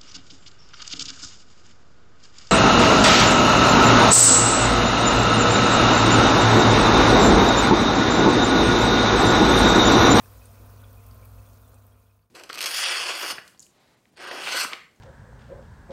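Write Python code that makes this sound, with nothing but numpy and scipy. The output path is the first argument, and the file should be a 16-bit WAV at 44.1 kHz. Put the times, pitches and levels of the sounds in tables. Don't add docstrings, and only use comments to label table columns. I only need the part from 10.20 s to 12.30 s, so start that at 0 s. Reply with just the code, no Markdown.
import sys
import numpy as np
from scipy import signal
from scipy.fft import rfft, irfft, next_fast_len
from scipy.io import wavfile
from scipy.ndimage import uniform_filter1d, map_coordinates

SR = 44100
rng = np.random.default_rng(int(sys.argv[2]) if len(sys.argv) > 2 else 0)


def natural_amplitude(level_db):
    exponent = np.asarray(level_db, float) / 20
    return 10 ** exponent


def int16_out(signal):
    q = np.round(np.clip(np.atleast_2d(signal).T, -1, 1) * 32767)
    wavfile.write(sys.argv[1], SR, q.astype(np.int16))


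N = 92610
TIME = np.arange(N) / SR
MAINS_HZ = 50.03


def unit(x):
    return x / np.sqrt(np.mean(x ** 2) + 1e-20)


def wobble(rate):
    knots = rng.standard_normal(int(N * 40 / SR) + 4)
    return map_coordinates(knots, [TIME * rate])


def curve(points):
    return np.interp(TIME, *np.transpose(points))


def filtered(x, response):
    m = next_fast_len(N + 8192)
    return irfft(rfft(x, m) * response(np.fft.rfftfreq(m, 1 / SR)), m)[..., :N]


def coloured(x, points):
    f, v = np.transpose(points)

    def response(hz):
        return natural_amplitude(np.interp(np.log(hz + 1), np.log(f + 1), v, -120, -120))

    return unit(filtered(x, response))


def rush(points, patchy_db):
    z = signal.stft(rng.standard_normal(N + 512), nperseg=256)[2]
    field = uniform_filter1d(rng.standard_normal(z.shape), size=8, axis=0)
    field = uniform_filter1d(field, size=8, axis=1)
    noise = signal.istft(z * natural_amplitude(patchy_db * unit(field)), nperseg=256)[1][:N]
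    return coloured(noise, points)


def bubbles(s, gain, hz, cycles, rise, rough, size=700):
    t = np.arange(size) / SR
    life = t * (hz / cycles)[:, None]
    phase = 2 * np.pi * hz[:, None] * t * (1 + rise * life)
    phase = phase + rough * np.cumsum(rng.standard_normal(life.shape), axis=1)
    envelope = np.exp(-3 * life) * (1 - np.exp(-life / 0.044))
    wave = gain[:, None] * np.sin(phase) * envelope
    at = (s * SR).astype(int)[:, None] + np.arange(size)
    return np.bincount(at.ravel(), wave.ravel(), N + size)[:N]


def swarm(count, centre_hz, spread, cycles, size_db, rough, size):
    u, g = rng.random((count, 2)), rng.standard_normal(count)
    hz = np.clip(centre_hz * np.exp(spread * g), 200, 15500)
    gain = natural_amplitude(np.minimum(-size_db * np.log(1 - u[:, 1]), 9.5))
    return unit(bubbles(u[:, 0] * N / SR, gain, hz, cycles + 0 * hz, 0.12, rough, size=size))


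def fade():
    start_s, end_s = 1.2, 2.128
    return np.clip((end_s - TIME) / (end_s - start_s), 1e-3, 1)


# (multiple of mains [-], level [dB])
HARMONICS = [(1, -8), (2, 1.5), (3, -34.5), (4, -24.5), (5, -14), (6, -31.5), (7, -31.5), (8, -31.5),
             (9, -21.5), (10, -24.5), (11, -23), (12, -40), (13, -22), (14, -20), (15, -30.5), (16, -39),
             (17, -28.5), (18, -25), (19, -31.5), (20, -21.5), (21, -23), (22, -23.5), (23, -34), (24, -23),
             (25, -28), (26, -26.5), (27, -34), (28, -24.5), (29, -34), (30, -28.5)]
# (time [s], level [dB])
MOTOR_LOAD = [(0, -1.5), (.08, 1), (.23, -2), (.4, 0.5), (.9, 0.5), (1.1, -1), (1.19, 2), (1.3, -1.5),
              (1.45, 0.5), (1.7, 0.5), (1.9, 0.5), (2.1, 4)]


def hum():
    total = 0
    for k, db in HARMONICS:
        level = natural_amplitude(db + 1.04 * wobble(9.2))
        phase = 2 * np.pi * (k * MAINS_HZ * TIME + rng.random()) + 0.13 * wobble(5.9)
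        total = total + level * np.sin(phase)
    return np.sqrt(2) * natural_amplitude(-51.5 + curve(MOTOR_LOAD)) * total


# (time [s], rotation [Hz], level [dB])
ROTOR_SPEED = [
    (0, 60.4, -9),
    (.15, 59.67, 3.5),
    (1.15, 57, 3.5),
    (1.38, 56.6, -2),
    (1.48, 66.1, 0.5),
    (2.1, 66.9, -2),
]


def rotor():
    at, hz, effort_db = np.transpose(ROTOR_SPEED)
    level = natural_amplitude(-57.5 + np.interp(TIME, at, effort_db) + wobble(7.9))
    phase = 2 * np.pi * np.cumsum(np.interp(TIME, at, hz)) / SR + 0.19 * wobble(3.3)
    return np.sqrt(2) * level * np.sin(phase)


# (frequency [Hz], density [dB per Hz])
RUMBLE_SPECTRUM = [(20, -32), (40, -6.5), (50, 0), (65, 1.5), (80, -4), (105, -5.5), (128, -8),
                   (150, -15.5), (200, -22.5)]


def rumble():
    return natural_amplitude(-57.5) * rush(RUMBLE_SPECTRUM, patchy_db=-1.2)


# (frequency [Hz], density [dB per Hz])
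CASING_SPECTRUM = [(130, -16.5), (230, -1), (310, -12), (520, -4), (800, -12), (1400, -11), (1900, -23.5),
                   (2300, -57)]
# (time [s], level [dB])
CASING_RATTLE = [
    (0, 0.5),
    (.7, -1),
    (1.3, -0.5),
    (1.75, 0),
    (1.9, 1.5),
    (2.1, 7),
]


def casing():
    level = natural_amplitude(-61 + curve(CASING_RATTLE) + 1.2 * wobble(13.63))
    stroke = 1 + 0.27 * np.cos(2 * np.pi * MAINS_HZ * TIME)
    return level * stroke * rush(CASING_SPECTRUM, patchy_db=1.0)


# (time [s], length [s], peak level [dB], pitch [Hz], end over start pitch [-])
AIR_POCKETS = [
    (0, 0.055, -51, 112, 0.88),
    (.27, 0.12, -62, 222, 0.97),
    (.28, .13, -63, 119, 0.96),
    (.5, .14, -61, 126, 1.01),
    (.72, 0.47, -69, 1057, 1.002),
    (.83, .36, -57.5, 108, 1.2),
    (1.96, .11, -73, 151, 1.1),
]


def pipe():
    out = 0
    for s, length, db, hz, glide in AIR_POCKETS:
        u = np.clip((TIME - s) / length, 0, 1)
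        phase = 2 * np.pi * hz * length * (u + (glide - 1) * u * u / 2) + 0.85 * wobble(18)
        out = out + np.sqrt(2) * natural_amplitude(db) * np.sin(np.pi * u) ** 2 * np.sin(phase)
    return out / fade()


# (time [s], level [dB])
WATER_FLOW = [
    (0, -61),
    (.15, -60.5),
    (.6, -64),
    (1.2, -64.5),
    (1.7, -63.5),
    (1.95, -61.5),
    (2.1, -60),
]


def flow():
    return natural_amplitude(curve(WATER_FLOW) + 0.22 * wobble(24.66))


# (frequency [Hz], density [dB per Hz])
SPRAY_SPECTRUM = [(1060, -7.5), (1800, -5), (2470, -1), (2840, -4.5), (7640, -5.5), (8750, -4.5),
                  (10300, -5), (14600, -2.5), (15800, 0)]


def spray():
    return rush(SPRAY_SPECTRUM, patchy_db=1.74)


def entrained_air():
    crackle = swarm(count=600, centre_hz=11000, spread=0.3, cycles=23, size_db=-0.5, rough=0.6, size=300)
    crackle = coloured(crackle, [(3000, -36), (6000, -8), (9000, -9), (15800, 0)])
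    fizz = swarm(count=350, centre_hz=4510, spread=0.59, cycles=35, size_db=-1.5, rough=0.24, size=500)
    gurgle = swarm(count=120, centre_hz=2480, spread=0.04, cycles=25, size_db=2.5, rough=0.04, size=700)
    glugging = swarm(count=120, centre_hz=726, spread=0.425, cycles=17, size_db=3.5, rough=0.02, size=1500)
    return natural_amplitude(-5.5) * crackle + natural_amplitude(-19) * fizz + natural_amplitude(-27.5) * gurgle + natural_amplitude(-10.5) * glugging


# (time [s], peak level [dB], pitch [Hz], life [cycles])
LOW_DRIPS = [(0.0304, -60, 2440, 82), (0.0428, -55, 2510, 50), (0.121, -58, 2350, 35),
             (0.135, -67, 2460, 43), (.171, -69, 2350, 35), (0.2159, -51.5, 2520, 65),
             (0.2675, -62, 2530, 35), (.3177, -75, 2460, 31), (0.378, -60.5, 2550, 59),
             (0.394, -62, 2340, 45), (.4174, -74, 2470, 35), (0.488, -66, 2440, 35),
             (0.5167, -71, 2450, 40), (.5427, -69, 2425, 35), (.5975, -63, 2480, 35),
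             (0.642, -53.5, 2413, 51), (.6863, -62, 2510, 35), (0.7722, -53, 2450, 42),
             (0.7903, -58, 2450, 39), (.8081, -68.5, 2330, 35), (0.8674, -58, 2520, 30),
             (0.886, -56, 2580, 36), (.9921, -63.5, 2510, 35), (1.026, -52, 2353, 63),
             (1.0397, -58, 2520, 55), (1.0514, -57, 2325, 56), (1.1268, -65, 2450, 35),
             (1.1873, -61, 2550, 66), (1.566, -60, 2470, 52), (1.774, -64, 2420, 45),
             (1.799, -72, 2564, 40), (1.83, -66, 2430, 66), (1.8963, -65.5, 2480, 51),
             (1.9122, -64, 2430, 38)]
# (time [s], peak level [dB], pitch [Hz], life [cycles])
HIGH_DRIPS = [(.258, -61, 3700, 45), (.573, -57.5, 4380, 49), (.598, -60.5, 3330, 42),
              (.638, -50, 3530, 30), (.642, -50, 3340, 42), (.68, -58, 3490, 64), (.911, -51, 4620, 40),
              (.925, -61, 4700, 35), (1.145, -60, 5140, 58), (1.198, -58, 4350, 50), (1.259, -60, 3440, 45),
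              (1.272, -57, 3470, 55), (1.428, -64, 3550, 38), (1.443, -60.5, 3566, 75),
              (1.482, -60, 3500, 50), (1.722, -63, 3260, 64), (1.868, -67.5, 3370, 81),
              (1.909, -66, 5300, 54), (2.025, -64.5, 4550, 46)]


def drips():
    s, db, hz, cycles = np.transpose(LOW_DRIPS + HIGH_DRIPS)
    ring = bubbles(s, natural_amplitude(db - 3), hz, np.clip(cycles, 30, 90), rise=0.012, rough=0.05, size=1500)
    splash = bubbles(s, natural_amplitude(db - 8), 1.116 * hz, 12 + 0 * hz, rise=0, rough=0.27, size=400)
    return ring + splash


# (time [s], peak level [dB], pitch [Hz], life [cycles])
DROPLETS = [(0.0458, -49, 14600, 36), (0.2553, -43.5, 8860, 42), (0.4614, -49, 14000, 40),
            (0.616, -47.5, 11600, 40), (0.7287, -44, 14400, 37), (0.7741, -48, 14400, 40),
            (0.8305, -49, 15000, 40), (0.8643, -41.5, 14350, 35), (0.8865, -45, 14100, 40),
            (0.9318, -50, 14600, 43), (0.945, -45, 14300, 40), (0.9762, -49.5, 12600, 40),
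            (0.9926, -51, 14400, 36), (1.0545, -63, 11200, 37), (1.0545, -40, 13900, 25),
            (1.2875, -46, 12700, 35), (1.4765, -52.5, 8840, 37), (1.494, -50, 13800, 40),
            (1.5422, -47.5, 8860, 27), (1.6492, -51, 14500, 40), (1.6663, -46, 15000, 32),
            (1.797, -55, 10800, 34),
            (0.057, -51, 6140, 33), (.3451, -56.5, 4600, 25), (.3546, -51, 5770, 23),
                   (.5372, -58, 5910, 30), (.5606, -57, 6600, 30), (.7088, -53, 6350, 30),
                   (.8255, -61, 6030, 30), (0.9105, -51, 5340, 18), (1.0136, -59, 5960, 45),
                   (1.3139, -58, 7500, 30), (1.3314, -52.5, 7100, 30), (1.373, -54, 6230, 28),
                   (1.4825, -64, 6580, 30), (1.5419, -62, 5500, 11), (1.584, -59, 5950, 30),
                   (1.6215, -58.5, 6700, 34), (1.8253, -63, 6074, 31), (1.991, -61, 2400, 9),
                   (2.059, -70, 2400, 7.5),
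            (0.2568, -48.5, 8400, 35),
    (.837, -54, 11460, 54),
    (1.0484, -48, 13400, 50),
    (1.0734, -55, 9060, 70),
    (1.2644, -52, 14500, 55),
    (1.341, -57, 14000, 55),
    (1.416, -51, 13700, 50),
    (1.457, -56, 13000, 53),
    (1.485, -60, 9100, 45),
    (1.505, -53, 15200, 55),
]


def droplets():
    s, db, hz, cycles = np.transpose(DROPLETS)
    s = s + 0.0008
    ring = bubbles(s, natural_amplitude(db - 1.5), hz, np.clip(1.43 * cycles, 5, 120), rise=0.012, rough=0.4, size=400)
    crack = bubbles(s, natural_amplitude(db - 2.5), 0.95 * hz, 1.12 * cycles, rise=0, rough=0.68, size=400)
    crack = filtered(crack, lambda f: f ** 4 / (f ** 4 + (0.12 * SR) ** 4))
    return ring + crack


# (time [s], peak level [dB], pitch [Hz])
DEEP_GLUGS = [
    (.058, -52.5, 1646),
    (0.239, -55, 1440),
    (.3, -54.5, 680),
    (.63, -52, 1410),
    (1.012, -50.5, 494),
    (1.163, -57, 606),
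    (1.183, -51, 513),
    (1.243, -52, 550),
    (1.535, -53.5, 538),
]


def glugs():
    s, db, hz = np.transpose(DEEP_GLUGS)
    return bubbles(s, natural_amplitude(db), hz, 22 + 0 * hz, rise=0.045, rough=0.025, size=2500)


# (delay [s], level [dB])
TANK_WALLS = [
    (.0027, -10),
    (.0061, -13),
    (.0098, -24),
    (0.0148, -12.5),
]


def room(x):
    t60_s, tail_db = 0.66, -15.5
    t = np.arange(SR // 4) / SR
    tail = rng.standard_normal(len(t)) * natural_amplitude(-60 * t / t60_s) * (t > 0.003)
    tail = natural_amplitude(tail_db) * tail / np.linalg.norm(tail)
    delays = [round(s * SR) for s, db in TANK_WALLS]
    walls = np.bincount(delays, [natural_amplitude(db) for s, db in TANK_WALLS], len(t))
    return x + signal.fftconvolve(x, tail + walls)[:N]


def scene():
    pump = hum() + rotor() + rumble() + casing()
    singing = pipe()
    strength = flow()
    hiss = strength * spray()
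    bubbling = strength * entrained_air()
    drops = (drips() + droplets() + glugs()) / fade()
    return (pump + singing + hiss + room(bubbling + drops))[None]


# (centre [Hz], width [Hz], level [dB])
MIC_RESONANCES = [(2520, 120, 2), (7710, 390, -4), (8680, 680, 1.5), (10400, 580, -4), (14400, 880, 0)]


def microphone(x):
    def response(hz):
        db = sum(peak * np.exp(-0.5 * ((hz - c) / w * 2) ** 2) for c, w, peak in MIC_RESONANCES)
        return natural_amplitude(db) * (hz < 15740)

    return filtered(x, response)


def band_limit(x):
    return signal.sosfilt(signal.butter(12, 16410, fs=SR, output="sos"), x)


def record(dry):
    mix = microphone(dry) * fade()
    return band_limit(mix)


dry = scene()
out = record(dry)
int16_out(out)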